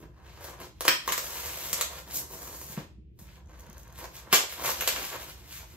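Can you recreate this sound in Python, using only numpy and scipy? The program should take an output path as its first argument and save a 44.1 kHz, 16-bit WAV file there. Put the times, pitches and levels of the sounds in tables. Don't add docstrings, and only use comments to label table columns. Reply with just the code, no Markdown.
import sys
import numpy as np
from scipy import signal
from scipy.fft import rfft, irfft, next_fast_len
from scipy.io import wavfile
from scipy.ndimage import uniform_filter1d, minimum_filter1d

SR = 44100
rng = np.random.default_rng(int(sys.argv[2]) if len(sys.argv) > 2 else 0)


def undo_db(level):
    steps = np.asarray(level, float) / 20
    return 10 ** steps


def bounce(signal):
    frames = np.transpose(np.atleast_2d(signal))
    limited = np.clip(frames, -1, 1)
    pcm = np.round(limited * 32767).astype(np.int16)
    wavfile.write(sys.argv[1], SR, pcm)


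N = 254310
HZ = np.fft.rfftfreq(next_fast_len(N + SR), 1 / SR)


def shape(x, response):
    size = 2 * len(HZ) - 2
    return irfft(rfft(x, size) * response, size)[..., :N]


def notch(lo_hz, hi_hz):
    return np.clip(np.maximum(lo_hz - HZ, HZ - hi_hz) / 150 + 1, 0, 1) ** 2


def ring(modes):
    f = HZ + 1e-6
    total = 0
    for k, (hz, width_hz, db) in enumerate(modes):
        total = total + (-1) ** k * undo_db(db) / (1 + 1j * (f / hz - hz / f) * hz / width_hz)
    return total / np.sqrt(np.mean(np.abs(total) ** 2))


def walk(rate):
    hold = int(SR / rate)
    steps = np.repeat(rng.standard_normal(N // hold + 1), hold)
    return 1.1 * uniform_filter1d(uniform_filter1d(steps, hold), hold)[:N]


def add(track, s, piece):
    i = int(s * SR)
    track[..., i:i + piece.shape[-1]] += piece[..., :N - i]


def impulses(events):
    track = np.zeros(N)
    for s, db in events:
        add(track, s, undo_db(np.array([db])))
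    return track


def strokes(moves, rise_db_s, fall_db_s):
    t = np.arange(0, N, 32) / SR
    power = np.zeros((2, 1)) + undo_db(2 * -92.5)
    for s, hold_s, db, colour_db in moves:
        env_db = db - rise_db_s * np.maximum(s - t, 0) - fall_db_s * np.maximum(t - s - hold_s, 0)
        power = power + undo_db(2 * (env_db + np.array([[0], [colour_db]])))
    return np.repeat(np.sqrt(power), 32, axis=1)[:, :N]


def push(scrape_db, table_db, wall_db, hiss_db):
    return undo_db(np.array([[table_db + 27.0], [wall_db + 17.0], [scrape_db + 12.0], [hiss_db + 21.5]]))


def air():
    # (frequency [Hz], level per Hz [dB])
    rumble = [(18, -65.5), (30, -33.5), (42, -14), (59, 2.5), (81, 0), (98, -12), (153, -9), (215, -16.5),
              (280, -33), (311, -16), (1070, -65), (2610, -48), (16000, -92.5)]
    # (frequency [Hz], level [dB])
    hum = [(70.0, -63.5), (118.4, -61.5), (161.5, -83.5)]
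    hz, db = np.transpose(rumble)
    spectrum = undo_db(np.interp(np.log(HZ + 1), np.log(hz), db))
    mid, side = shape(rng.standard_normal((2, N)), spectrum)
    side = shape(side, np.clip(HZ / 700, .2, 1))
    gusts = undo_db(-50.5 + 0.5 * walk(7.0))
    wind = gusts * (mid + side * np.array([[1], [-1]])) / mid.std()
    t = np.arange(N) / SR
    lines = sum(undo_db(db + 1.9 * walk(2.3)) * np.sin(2 * np.pi * f * t + 2.2 * walk(1.7)) for f, db in hum)
    return wind + lines


def room():
    # (frequency [Hz], time to fall 60 dB [s])
    decay = [(150, 0.26), (500, 0.35), (1500, 0.3), (4000, 0.38), (9000, 0.29), (15000, 0.22)]
    # (delay [ms], level [dB], scatter [ms])
    surfaces = [(2.6, -17, .4), (5.0, -11, .15), (11.5, -12, 1.2), (14, -14, 2)]
    t = np.arange(SR // 2) / SR
    f = np.fft.rfftfreq(len(t), 1 / SR)
    noise = rfft(rng.standard_normal((2, len(t))))
    noise = noise / (1 + (350 / (f + 1)) ** 2)
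    alike = np.clip(350 / (f + 1), 0, 1)
    noise[1] = alike * noise[0] + np.sqrt(1 - alike ** 2) * noise[1]
    centres = np.log([hz for hz, _ in decay])
    tail = 0
    for k, (hz, t60) in enumerate(decay):
        share = np.interp(np.log(f + 1), centres, np.arange(len(decay)) == k)
        tail = tail + irfft(noise * share) * np.exp(-np.log(1000) * t / t60)
    tail = tail * np.clip(t / 0.0026, 0, 1)
    response = undo_db(-0.5) * tail / np.sqrt(np.sum(tail[0] ** 2))
    for (ms, db, scatter_ms), echo in zip(surfaces, rng.standard_normal((len(surfaces), 2, 256))):
        echo = (echo + 1.5 * echo[0]) * np.exp(-1000 * t[:256] / scatter_ms)
        echo = echo / np.sqrt(np.sum(echo ** 2, axis=1, keepdims=True))
        add(response, ms / 1000, undo_db(db) * echo)
    response = rfft(response, 2 * len(HZ) - 2)
    power = np.abs(response) ** 2
    return response * np.sqrt(uniform_filter1d(power, size=6000) / (uniform_filter1d(power, size=800) + 1e-9))


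def bumps():
    # (time [s], level [dB])
    thuds = [
        (.025, -80),
        (1.73, -42),
        (2.305, -61),
        (2.696, -39),
        (2.774, -24.5),
        (2.984, -44),
        (3.214, -44),
        (3.69, -41),
        (4.327, -28),
    ]
    # (frequency [Hz], width [Hz], level [dB])
    top = [(151, 35, -13), (203, 43, -10.5)]
    return shape(impulses(thuds), undo_db(30.0) * ring(top) / (1 + 1j * HZ / 300) ** 2)


def raps():
    # (time [s], level [dB])
    hits = [(.0265, -55), (2.769, -37), (2.777, -47), (2.8, -45), (3.191, -63), (3.288, -47.5),
            (4.045, -44), (4.65, -26), (4.811, -22), (4.822, -26), (4.878, -22), (4.889, -21.5),
            (4.963, -26.5), (5.04, -36), (5.13, -31)]
    # (frequency [Hz], width [Hz], level [dB])
    side_wall = [(1280, 190, -3), (1560, 310, 2), (2000, 370, 0), (2650, 510, 0.5)]
    return shape(undo_db(16.5) * impulses(hits), ring(side_wall))


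def knocks():
    # (time [s], level [dB])
    hits = [
        (0.808, -39),
        (1.078, -18),
        (1.089, -22),
        (1.123, -37),
        (4.014, -49),
        (4.043, -38),
        (4.342, -19),
        (4.675, -30),
        (4.69, -29),
    ]
    # (frequency [Hz], width [Hz], level [dB])
    lid = [(1031.5, 130, 7.5), (1250, 28, -8)]
    return shape(undo_db(18.5) * impulses(hits), ring(lid))


def threads():
    # (time [s], level [dB])
    ticks = [(3.1946, -57), (3.5964, -50), (3.607, -49.5), (3.6656, -54), (3.6998, -49), (3.73, -48.5),
             (3.781, -46), (3.7944, -61), (3.823, -60), (3.833, -51), (3.8786, -54.5), (3.9024, -58.5),
             (3.926, -50), (4.167, -42.5), (5.6905, -69)]
    # (frequency [Hz], width [Hz], level [dB])
    thread = [(1204, 1200, -16), (6320, 470, 3.5), (10700, 1140, -1.5), (14500, 2200, -6)]
    return shape(impulses(ticks), undo_db(23.5) * ring(thread))


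def creak():
    # (frequency [Hz], width [Hz], level [dB])
    taut = [(6400, 650, 11), (12520, 3000, -10)]
    start_s, end_s, gap_s = 3.461, 3.59, .0115
    s = np.arange(start_s, end_s, gap_s)
    chance = rng.standard_normal((len(s), 2))
    ticks = zip(s + .001 * chance[:, 0], -61 + 2 * chance[:, 1])
    return shape(impulses(ticks), undo_db(21.0) * ring(taut))


def snaps(slip_db=-3.0, slip_ms=.45):
    # (time [s], level [dB], brightness [dB], share that rings the foam walls [dB])
    releases = [(0.4958, -45.5, 1.5, -17), (0.6022, -47, 1.5, 11), (0.8081, -30.5, 3, 5),
                (0.852, -30, 2.5, 6.5), (0.8811, -16.5, 1.5, -13.5), (1.0774, -35.5, 9.5, 9),
                (1.0899, -17, -28, -20), (1.1228, -18, -3.5, -24), (1.1331, -35, -11.5, 14.5),
                (1.1793, -15, -11.5, -10), (1.73, -21.5, 1, -7), (1.8113, -18.5, -0.9, -8),
                (2.3051, -59, -3.2, 6), (2.7674, -45, -4.5, -3), (2.7764, -39, -22, 8),
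                (4.0127, -45, -14, 12), (4.0418, -32, -14, -3), (4.3277, -18, 5.5, -25),
                (4.3325, -38, 2.5, 12), (4.3447, -23, 10.5, -15), (4.4356, -41, 5, 5.5),
                (4.5246, -31.5, -6, -1.5), (4.647, -26.5, -3, 3), (4.809, -19.5, -7.5, -5.5),
                (4.821, -25, -9.5, -3), (4.8758, -15, -2.5, -8), (4.962, -20, -32, -9), (5.128, -33, -4, 4),
                (2.38, -40, -17, -14)]
    drive, t = np.zeros((4, N)), np.arange(256) / SR
    for s, db, bright_db, wall_db in releases:
        slip = rng.standard_normal(256) * np.exp(-1000 * t / slip_ms)
        slip = undo_db(slip_db) * slip / np.sqrt(np.sum(slip ** 2))
        slip[0] = 1
        add(drive, s, push(db, db - 41, db + wall_db, db + bright_db) * slip)
    return drive


def rips(rough_db=-0.5):
    # (time [s], level [dB], rise [ms], fall [ms])
    tears = [
        (0.8804, -4, 2.9, 2.2),
        (4.3279, -11, 7.2, 17.4),
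    ]
    drive, ms = np.zeros((4, N)), 1000 * np.arange(N) / SR
    for s, db, rise_ms, fall_ms in tears:
        late = ms - 1000 * s
        gather = 0.2 * np.exp(np.minimum(late, 0) / rise_ms)
        die = np.exp(-np.maximum(late, 0) / fall_ms)
        envelope = np.where(late < 0, gather, die)
        rough = np.repeat(rng.standard_normal(N // 32 + 1), 32)[:N]
        crackle = rng.standard_normal((4, N)) * undo_db(rough_db * rough)
        bright = np.array([[1], [1], [1], [.3]]) ** (late < 0)
        force = push(db, db - 26.5, db - 11, db - 26)
        drive = drive + undo_db(-14.5) * force * bright * envelope * crackle
    return drive


def rub(scatter_db=4.0, flutter_db=1.99):
    # (start [s], hold [s], level [dB], brightness [dB])
    blade = [(0, 0.02, -68, -0.5), (.26, 0.23, -57, -16), (.44, 0.009, -48.5, 2), (.62, 0.023, -47.5, -9.5),
             (.85, 0.024, -38.5, -17), (.92, .02, -61, 3), (1.0, 0.089, -52, -21), (1.095, .02, -44.5, 2),
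             (1.2, 0.51, -42.5, 0), (1.76, 0.071, -41.5, -6), (1.92, .07, -47.5, -4.5),
             (2.11, 0.013, -45.5, -1.5), (2.16, 0.011, -49, 18), (2.31, 0.42, -55, 7.5),
             (2.79, 0.0083, -46.5, -11), (3.18, .05, -64.5, 4.5), (3.27, 0.083, -57.5, -11),
             (3.51, 0.39, -64.5, -21), (3.6, 0.0092, -69.5, 8.5), (3.8, 0.009, -65, 7),
             (3.97, 0.071, -50, -3), (4.15, .04, -47.5, -4), (4.38, 0.017, -44, -5), (4.5, 0.15, -42.5, -6),
             (4.65, 0.056, -33, -2), (4.76, 0.34, -40, -4), (5.15, 0.17, -48.5, -3.5),
             (5.37, 0.24, -54.5, -5.5), (5.52, 0.058, -44.5, -1.5), (5.66, 0.1, -58.5, -3.5)]
    # (start [s], hold [s], level [dB], weight on the table [dB])
    hand = [(.035, 0.0067, -55.5, 5), (.1, 0.0086, -75, 15), (.17, 0.35, -56, -9), (.42, 0.048, -43.5, -28),
            (.5, 0.052, -48.5, -12), (.625, 0.012, -44.5, -6), (.83, 0.076, -53, -25),
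            (.93, 0.034, -51, -18), (1.09, 0.016, -43, -5), (1.22, 0.63, -43.5, -14.5),
            (1.9, .08, -45, -20), (2.09, 0.14, -47, -4), (2.31, 0.22, -47, -6), (2.54, 0.28, -52.5, -3),
            (2.8, 0.0067, -56, 12), (3.19, 0.21, -60.5, -8), (3.5, 0.35, -55.5, -11),
            (3.91, 0.11, -52, -22), (4.03, 0.013, -44, -6), (4.13, 0.16, -53, -12),
            (4.38, 0.011, -37.5, -19), (4.59, 0.043, -40, -8.5), (4.67, 0.022, -32, -15.5),
            (4.78, 0.047, -43, -10), (4.9, 0.13, -42.5, -8), (5.12, 0.038, -40, -12),
            (5.24, 0.047, -50, -6.5), (5.33, 0.19, -56, -7), (5.6, 0.034, -52.5, -34),
            (5.75, 0.017, -52.5, -6)]
    scrape, hiss = strokes(blade, rise_db_s=380, fall_db_s=331)
    wall, table = strokes(hand, rise_db_s=295.5, fall_db_s=276.5)
    catch = np.minimum(rng.exponential(size=N // 16 + 1), 4)
    size_db = scatter_db * np.repeat(catch, 16)[:N] + flutter_db * walk(45)
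    grains = rng.standard_normal((4, N)) * undo_db(size_db)
    t = np.arange(N) / SR
    lifted = (t > 2.86) & (t < 3.189)
    grains = grains / grains.std() * np.where(lifted, undo_db(-20.0), 1)
    parts = [table * undo_db(5.), wall, scrape, hiss * undo_db(6.0)]
    return np.array([g * part * undo_db(.5 * walk(20)) for g, part in zip(grains, parts)])


def scene():
    # (frequency [Hz], width [Hz], level [dB])
    table_modes = [(152, 69, -4), (184, 58, -0.5), (324, 170, -5.5)]
    wall_modes = [(468.5, 285, -2.5), (595, 131, 3.5), (988, 208, -1.5), (1387, 252, 2.5), (1473, 441, 0)]
    scrape_modes = [(2065, 2000, 16.5), (2548, 105, 6.5), (3000, 2950, 13), (5700, 14200, 6.5)]
    hiss_modes = [(5740, 6200, 3), (8110, 4500, 7), (11050, 1800, 8), (18400, 9400, 1)]
    bodies = [-ring(table_modes) / (1 + 1j * HZ / 500), ring(wall_modes), -ring(scrape_modes), -ring(hiss_modes)]
    steady = sum(map(shape, rub(), bodies))
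    sudden = sum(map(shape, snaps() + rips(), bodies)) + knocks() + raps()
    small = threads() + creak() + bumps()
    port_lag_s = 6e-5
    direct = undo_db(-3.0) * np.array([np.exp(-2j * np.pi * HZ * port_lag_s), 1 + 0 * HZ])
    walls = room()
    heard = shape(steady, direct + undo_db(-4.5) * walls)
    heard = heard + shape(sudden, direct + walls)
    heard = heard + shape(small, direct + undo_db(-9) * walls)
    keep = np.exp(-1 / (.12 * SR))
    loud = signal.lfilter([1 - keep], [1, -keep], heard[0] ** 2)
    return heard + air() / np.sqrt(1 + loud / undo_db(-25.5) ** 2)


def flicker(v, lo_hz, hi_hz, share):
    off = np.repeat(rng.random(N // 2048 + 2) < share, 2048)[2048 - 382:][:N]
    return v - uniform_filter1d(1. * off, size=512) * shape(v, 1 - notch(lo_hz, hi_hz))


def attacks(x):
    power = shape(x, np.clip(HZ / 4000 - 1, 0, 1)) ** 2
    fast = uniform_filter1d(power, size=64)
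    before = uniform_filter1d(power, size=768, origin=383)
    sudden = 1. * (fast > 9 * np.roll(before, 64))
    return uniform_filter1d(-minimum_filter1d(-sudden, size=640), size=128)


def holes(v, share=.03):
    spectrum = signal.stft(v, nperseg=1024)[2]
    bins, frames = spectrum.shape
    patch = rng.random((bins // 4 + 1, frames // 3 + 1)) > share
    patch[:12] = True
    mask = np.kron(patch, np.ones((4, 3)))[:bins, :frames]
    return signal.istft(spectrum * mask, nperseg=1024)[1][:N]


def roll_off(x):
    return signal.sosfilt(signal.butter(12, 16970, fs=SR, output="sos"), x)


def record(dry):
    share = .7 * np.clip((HZ - 6000) / 2500, 0, 1)
    turning = np.exp(-1j * np.pi * (HZ - 6600) / 3200)
    right = shape(dry[0], share * turning) + shape(dry[1], np.sqrt(1 - share ** 2))
    keep_mid, keep_side = notch(8860, 10430), notch(12300, 13880)
    top = notch(15720, SR)
    mid = shape(dry[0] + right, keep_mid * top * (1.15 - 0.32 * keep_side)) / 2
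    side = shape(dry[0] - right, keep_side * top * (1.2 - .2 * keep_mid)) / 2
    mid = flicker(flicker(mid, 8450, 9200, .3), 10100, 10950, .35)
    side = flicker(flicker(side, 11650, 12500, .25), 13600, 14560, .45)
    sharp = attacks(dry[0])
    whole = .2 * notch(16800, SR) + .8 * top
    mid = holes(mid) * (1 - sharp) + sharp * shape(dry[0] + right, whole) / 2
    side = holes(side) * (1 - sharp) + sharp * shape(dry[0] - right, whole) / 2
    ceiling = .8
    limited = ceiling * np.tanh(np.array([mid + side, mid - side]) / ceiling)
    return roll_off(shape(limited, notch(16700, SR)))


dry = scene()
out = record(dry)
bounce(out)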